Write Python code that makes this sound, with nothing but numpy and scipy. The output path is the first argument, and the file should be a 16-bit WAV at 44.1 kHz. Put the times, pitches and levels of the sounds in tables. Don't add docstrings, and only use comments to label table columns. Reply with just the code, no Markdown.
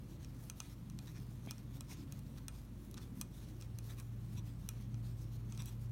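import sys
import numpy as np
from scipy import signal
from scipy.fft import rfft, irfft, next_fast_len
from scipy.io import wavfile
from scipy.ndimage import uniform_filter1d, map_coordinates

SR = 44100
rng = np.random.default_rng(int(sys.argv[2]) if len(sys.argv) > 2 else 0)


def unload_wav(signal):
    wavfile.write(
        sys.argv[1],
        SR,
        np.round(np.clip(np.atleast_2d(signal).T, -1, 1) * 32767).astype(np.int16),
    )


N = 260807

# time in seconds, level in dB.
HUM_LEVELS = [(0, -58), (3.4, -56), (5.91, -52)]
DRONE_LEVELS = [(0, -56.5), (.42, -51.5), (.6, -59.5), (1.35, -50.5), (2, -56.5), (3.25, -55.5), (3.6, -51),
                (3.7, -48.5), (4.4, -47), (4.63, -51.5), (4.95, -43.5), (5.15, -47), (5.91, -45.5)]
WHIRR_LEVELS = [(1.2, -75.5), (2.25, -52), (2.6, -64), (2.9, -58.5), (3.7, -81)]
RUMBLE_LEVELS = [(0, -53), (.45, -53), (.65, -58), (.9, -54), (1.7, -55.5), (2.35, -51.5), (2.6, -59),
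                 (2.88, -50.5), (3.4, -54), (5.91, -54.5)]
# frequency in Hz, relative spectral density in dB.
THROB_SPECTRUM = [(30, -60), (60, -24), (75, -12.5), (90, 0), (105, -6), (150, -6.5), (200, -22),
                  (500, -120)]
RUMBLE_SPECTRUM = [(50, -20.5), (90, -3), (120, -5.5), (150, 4.5), (175, -1.5), (205, 2), (245, -5.5),
                   (300, -6.5), (360, -12.5), (450, -20.5), (570, -22), (800, -43.5)]
AIR_SPECTRUM = [(15, -43), (30, -11.5), (65, -4), (90, 1), (130, -9), (300, -22), (500, -26), (780, -28.5),
                (1100, -28), (1600, -34.5), (2200, -36), (4100, -41), (7000, -62), (14000, -51),
                (16000, -60)]
WOOL_SPECTRUM = [(400, 3), (900, 2), (1500, -3), (2500, -1.5), (4000, 0), (6200, 0), (8000, -4.5),
                 (11000, -2), (14000, -4), (16000, -8)]
RASP_SPECTRUM = [(500, -25.5), (1000, 3), (1800, 2), (2500, -0.5), (4000, 0), (6000, 0), (8200, -4.5),
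                 (11000, 0.5), (16000, -2)]
CRACK_SPECTRUM = [(450, -7), (1100, -3.5), (2000, -7.5), (2600, 3), (4000, -10.5), (4900, -2), (6200, 1.5),
                  (7400, -5), (8500, 0), (9800, -13.5), (11000, 0), (12000, -9), (14000, -12), (16000, -7)]
SKID_SPECTRUM = [(1200, -30), (2050, -10), (2400, 2), (2800, -15), (3250, 0), (3700, -13), (5000, -36)]
# start in seconds, length in seconds, level in dB, top-octave gain in dB.
WOOL_PULLS = [(0.08, 0.08, -69, -4), (0.21, .05, -66.5, -5), (0.395, 0.087, -69, 6),
              (0.576, 0.16, -64, 0.5), (1, 0.23, -68, 0.5), (1.306, 0.026, -72, 6), (1.433, 0.18, -67, -4),
              (1.739, 0.03, -61.5, 1), (1.9, 0.035, -55.5, -2), (1.949, 0.088, -65.5, -4),
              (2.084, 0.11, -68, -2), (2.266, 0.033, -70, -2), (2.528, 0.068, -64, -2.5),
              (2.81, 0.053, -74.5, 16), (2.99, 0.067, -69.5, -7), (3.163, 0.055, -64.5, 3),
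              (3.34, 0.078, -65.5, 1), (3.414, 0.1, -65.5, -5), (3.607, 0.045, -66.5, -3),
              (3.834, 0.094, -64.5, 1.5), (4.02, 0.058, -70.5, 5), (4.3, 0.087, -69, 0),
              (4.46, 0.037, -65, -1), (4.594, .14, -71.5, 2), (4.765, 0.094, -69.5, -3),
              (5.042, 0.075, -65.5, -2), (5.187, 0.051, -66, 0), (5.322, 0.048, -67.5, 1),
              (5.49, 0.24, -66.5, -3.5), (5.81, 0.044, -70, 5)]
# time in seconds, middle-band level over 5 ms in
# dB, # bright edge relative to that in dB, resonance favoured by the contact point in Hz.
WOOD_CLICKS = [(0.2465, -57.5, -14, 5570), (0.4991, -45.5, -8.5, 6170), (0.6027, -43.5, -14, 6400),
               (0.8992, -59, -6, 5930), (0.989, -53.5, -9.5, 3780), (1.073, -65, -9, 3740),
               (1.4616, -64, -1, 5700), (1.5096, -45.5, -5.5, 5360), (1.5164, -55, -21, 6250),
               (1.5813, -62, -10, 5600), (1.8079, -50.5, -6.5, 7650), (2.1232, -54, -4, 6500),
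               (2.192, -65, 0, 8650), (2.4824, -45.5, -8.5, 8700), (2.9125, -64.5, 4, 5700),
               (2.9425, -56.5, -6, 3970), (2.9785, -55.5, -18, 5400), (3.2129, -42, -2.5, 6040),
               (3.2196, -55.5, -13, 6060), (3.612, -58, -7, 5270), (3.6233, -57.5, -20, 3400),
               (3.787, -53, -3, 6300), (3.9994, -56.5, -2, 8100), (4.6895, -44, -3, 5750),
               (4.9434, -62.5, -31, 5840), (5.5232, -55.5, -14, 6300), (5.549, -64, -19, 2100),
               (5.5763, -56, -9, 3940), (5.621, -54.5, -6, 5800), (5.6587, -60, 5, 5600)]
# lower limit in Hz, upper limit in Hz.
CLICK_BANDS = [(700, 3200), (3200, 10000), (10000, 16000)]
# midpoint in seconds, length in seconds, level in dB,
# squeak relative to rasp in dB, top-octave gain in dB, favoured resonance in Hz.
NEEDLE_SCRAPES = [(0.657, 0.091, -73, -4, -13, 2450), (1.085, 0.031, -62, -8, -15, 3900),
                  (1.168, 0.035, -61.5, -7, -23, 2425), (2.38, 0.018, -58.5, -16, -4, 5800),
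                  (2.979, 0.017, -53, -16, -18, 3900), (3.031, 0.028, -67, -4, 1.5, 3480),
                  (3.904, 0.025, -57.5, -3.5, -10, 3930), (3.994, 0.036, -58, -6, -3, 2410),
                  (4.382, 0.029, -63.5, 6.5, -6, 3680), (5.602, 0.027, -61.5, 7.5, -4, 5760),
                  (5.677, 0.04, -58.5, 0.5, 0, 8100)]
# frequency in Hz, relative level in dB, seconds to fall by 60 dB.
STRUCK_NEEDLE_MODES = [(928, -16, 0.047), (1295, -4.5, 0.027), (2453, -7, 0.059), (2546, -9, .03),
                       (2856, -7.5, 0.031), (3340, -8, 0.033), (4037, -1, 0.015), (5320, -5.5, 0.0095),
                       (5620, -10, 0.011), (6090, -11.5, 0.021), (7010, -6, 0.016), (8180, -2.5, 0.012),
                       (9150, -9, 0.018), (10400, -14, .01), (12400, -8, .008), (13700, -1.5, 0.0086)]
RUBBED_NEEDLE_MODES = [(960, -14, 0.054), (2460, -0.5, 0.0071), (3510, -2, 0.016), (3900, -3, 0.012),
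                       (5770, 0.5, 0.013), (8000, -7, 0.024), (10800, -6, 0.027), (12300, -3, 0.0069),
                       (14000, -16, .008)]
TABLE_MODES = [(200, 0, .035), (420, -16, .025), (690, -12, .02), (1650, -21, .012), (2200, -12, .012)]
# time in seconds, level in dB.
TABLE_KNOCK = (1.4733, -37)
# midpoint in seconds, length in seconds, level in dB.
TABLE_SKID = (1.492, .021, -56.5)
# frequency in Hz, seconds to fall by 60 dB.
ROOM_DECAY = [(200, 0.16), (2000, 0.13), (6000, 0.24), (15000, 0.034)]
# centre in Hz, width in Hz, gain in dB.
MIC_RIPPLES = [(2900, 290, -0.5), (4910, 70, -7.5), (7730, 250, -1), (8140, 360, 0.5), (10570, 540, -3),
               (11050, 350, 1), (11500, 490, -1.5), (14600, 210, 1)]


def amp(db):
    return 10 ** (np.asarray(db) / 20)


def unit(x):
    return x / np.sqrt(np.mean(x ** 2) + 1e-20)


def along(points, hz):
    point_hz, values = np.transpose(points)
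    return np.interp(np.log(hz + 1), np.log(point_hz + 1), values)


def curve(points):
    return np.interp(np.arange(N) / SR, *np.transpose(points))


def wobble(knots_per_s):
    knots = rng.standard_normal(int(N * knots_per_s / SR) + 4)
    return map_coordinates(knots, [np.arange(N) * knots_per_s / SR])


def tone(hz):
    return np.sqrt(2) * np.sin(2 * np.pi * (np.cumsum(hz) / SR + rng.random()))


def filtered(x, response):
    size = next_fast_len(len(x) + SR // 4)
    return irfft(rfft(x, size) * response(np.fft.rfftfreq(size, 1 / SR)), size)[:len(x)]


def coloured(x, spectrum, size=2048):
    cepstrum = irfft(np.log(amp(along(spectrum, np.fft.rfftfreq(size, 1 / SR)))))
    causal_fold = np.r_[1, np.full(size // 2 - 1, 2), 1, np.zeros(size // 2 - 1)]
    impulse_response = irfft(np.exp(rfft(cepstrum * causal_fold)))
    return signal.fftconvolve(x, impulse_response)[:len(x)]


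def noise(spectrum):
    return unit(filtered(rng.standard_normal(N), lambda hz: amp(along(spectrum, hz))))


def patchy(x, depth_db, size=512, patch_bins=7):
    spectra = signal.stft(x, nperseg=size)[2]
    patches = uniform_filter1d(rng.standard_normal(spectra.shape), patch_bins, axis=0)
    patches = unit(uniform_filter1d(patches, 2 * patch_bins, axis=1))
    return unit(signal.istft(spectra * amp(depth_db * patches), nperseg=size)[1][:len(x)])


def brightened(x, db, corner_hz=9000):
    top = filtered(x, lambda hz: 1 - 1 / (1 + (hz / corner_hz) ** 6))
    return x + (amp(db) - 1) * top


def add(track, start_s, sound):
    part = track[round(start_s * SR):][:len(sound)]
    part += sound[:len(part)]


def far_machine(start_hz=120.7, sag_hz_per_s=1.45, settled_hz=115.4, throb_db=-9):
    hz = np.maximum(start_hz - sag_hz_per_s * np.arange(N) / SR, settled_hz)
    gain = amp(curve(DRONE_LEVELS) + wobble(12))
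    return gain * (tone(hz + 1.03 * wobble(12)) + amp(throb_db) * noise(THROB_SPECTRUM))


def room_tone(hum_hz=52, whirr_hz=138.1, octave_db=-9, air_db=-57):
    whirr_pitch = whirr_hz + 0.5 * wobble(3)
    hum = amp(curve(HUM_LEVELS) + 1.2 * wobble(3.7)) * tone(hum_hz + 0.5 * wobble(5.06))
    whirr_gain = amp(curve(WHIRR_LEVELS) + 3.7 * wobble(7.9))
    whirr = whirr_gain * (tone(whirr_pitch) + amp(octave_db) * tone(2 * whirr_pitch))
    rumble = patchy(noise(RUMBLE_SPECTRUM), depth_db=2.5, size=2048, patch_bins=3)
    return hum + whirr + amp(curve(RUMBLE_LEVELS)) * rumble + amp(air_db) * noise(AIR_SPECTRUM)


def off_table(x, delay_s=0.000416, share=0.051):
    return filtered(x, lambda hz: 1 - share * np.exp(-2j * np.pi * hz * delay_s))


def catches(size, per_s, spread_db):
    caught = rng.random(size) < per_s / SR
    return caught * amp(spread_db * np.clip(rng.standard_normal(size), -2, 2))


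def pulling(handling_db=-73.5, drift_db=1.5, ramp_s=0.025):
    t = np.arange(N) / SR
    power = amp(handling_db + drift_db * wobble(16)) ** 2
    weighted_brightness = np.zeros(N)
    for start_s, length_s, db, bright_db in WOOL_PULLS:
        rise = (1 + np.tanh(2 * (t - start_s) / ramp_s)) / 2
        fall = (1 - np.tanh(2 * (t - start_s - length_s) / ramp_s)) / 2
        pull_power = amp(db) ** 2 * rise * fall
        power += pull_power
        weighted_brightness += pull_power * bright_db
    return 10 * np.log10(power), weighted_brightness / power


def wool(flutter_db=1.5, snag_db=-7):
    pull_db, bright_db = pulling()
    brush = patchy(off_table(noise(WOOL_SPECTRUM)), depth_db=2.5)
    snags = unit(coloured(catches(N, per_s=160, spread_db=4), RASP_SPECTRUM))
    fibres = unit(brush + amp(snag_db) * snags)
    return amp(pull_db + flutter_db * wobble(60)) * brightened(fibres, bright_db)


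def ring(modes, scatter_db, size=4096):
    t = np.arange(size) / SR
    hz, db, t60 = np.transpose(modes)[:, :, None]
    strength_db = db + scatter_db * rng.standard_normal(db.shape)
    partials = np.sin(2 * np.pi * (hz * t + rng.random(hz.shape)))
    return np.sum(amp(strength_db - 60 * t / t60) * partials, axis=0)


def favouring(x, centre_hz, gain_db, width_hz):
    resonance = lambda hz: 1j * hz * width_hz / (centre_hz ** 2 - hz ** 2 + 1j * hz * width_hz)
    return filtered(x, lambda hz: 1 + (amp(gain_db) - 1) * resonance(hz))


def click(levels_db, favoured_hz, contact_s=0.0018, chatter=0.038, ring_db=-4, travel_s=0.000514):
    shaft = unit(ring(STRUCK_NEEDLE_MODES, scatter_db=1.5))
    t = np.arange(len(shaft)) / SR
    contact = np.exp(-(t / contact_s) ** 4)
    force = signal.unit_impulse(len(t)) + chatter * rng.standard_normal(len(t)) * contact
    crack = unit(off_table(coloured(force, CRACK_SPECTRUM), share=0.15))
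    ringing = amp(ring_db) * shaft * (1 - np.exp(-t / 0.00011))
    sound = favouring(crack + ringing, favoured_hz, gain_db=9, width_hz=260)
    sound = filtered(sound, lambda hz: np.exp(-4j * np.pi * travel_s * np.sqrt(hz * favoured_hz)))
    gains_db = []
    for db, band in zip(levels_db, CLICK_BANDS):
        bandpass = signal.butter(3, band, 'bandpass', fs=SR, output='sos')
        onset = signal.sosfilt(bandpass, sound)[:240]
        gains_db.append(db - 20 * np.log10(np.std(onset)))
    body, middle, edge = gains_db
    return coloured(sound, [(2800, body), (3800, middle), (9000, middle), (10800, edge)])


def needle_clicks(lead_s=0.0002):
    track = np.zeros(N)
    for time_s, db, edge_db, favoured_hz in WOOD_CLICKS:
        body_db = -11 - 0.25 * edge_db
        add(track, time_s - lead_s, click([db + body_db, db, db + edge_db], favoured_hz))
    return track


def needle_scrapes():
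    track = np.zeros(N)
    t = np.arange(SR // 4) / SR - 1 / 8
    for middle_s, length_s, db, squeak_db, bright_db, favoured_hz in NEEDLE_SCRAPES:
        slips = catches(len(t), per_s=2200, spread_db=3)
        swell = np.exp(-(2 * t / length_s) ** 2)
        force = slips * rng.choice([-1, 1], len(t)) * swell
        rasp = unit(off_table(coloured(force, RASP_SPECTRUM)))
        squeak = unit(signal.fftconvolve(force, ring(RUBBED_NEEDLE_MODES, scatter_db=3))[:len(t)])
        sound = favouring(rasp + amp(squeak_db) * squeak, favoured_hz, gain_db=6.5, width_hz=200)
        gain = amp(db) * np.sqrt(np.mean(swell ** 2))
        add(track, middle_s + t[0], gain * brightened(sound, bright_db))
    return track


def table_bump(attack_s=0.00045):
    knock_s, knock_db = TABLE_KNOCK
    knock = ring(TABLE_MODES, scatter_db=0.5)
    attack = 1 - np.exp(-np.arange(len(knock)) / SR / attack_s)
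    track = np.zeros(N)
    add(track, knock_s, amp(knock_db) * knock * attack)
    middle_s, length_s, skid_db = TABLE_SKID
    swell = np.exp(-(2 * (np.arange(N) / SR - middle_s) / length_s) ** 2)
    return track + amp(skid_db) * swell * noise(SKID_SPECTRUM)


def room_reverb(x):
    hz, t, spectra = signal.stft(rng.standard_normal(SR // 2), SR, nperseg=256)
    decay = amp(-60 * t / along(ROOM_DECAY, hz)[:, None])
    tail = signal.istft(spectra * decay, SR, nperseg=256)[1]
    tail = coloured(tail, [(600, 5.5), (1300, 17), (2500, 5.5), (4000, -4.5), (6000, -5), (12000, 5.5)])
    return signal.fftconvolve(x, tail / np.linalg.norm(tail))[:N]


def scene(reverb_db=-13):
    needles = needle_clicks() + needle_scrapes() + table_bump()
    handwork = needles + amp(reverb_db) * room_reverb(needles) + wool()
    return (handwork + far_machine() + room_tone())[None]


def record(dry, top_hz=16000):
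    def response(hz):
        ripple_db = sum(db * np.exp(-((hz - centre) / width) ** 2) for centre, width, db in MIC_RIPPLES)
        return amp(ripple_db) * (hz < top_hz)
    return np.array([filtered(channel, response) for channel in dry])


dry = scene()
out = record(dry)
unload_wav(out)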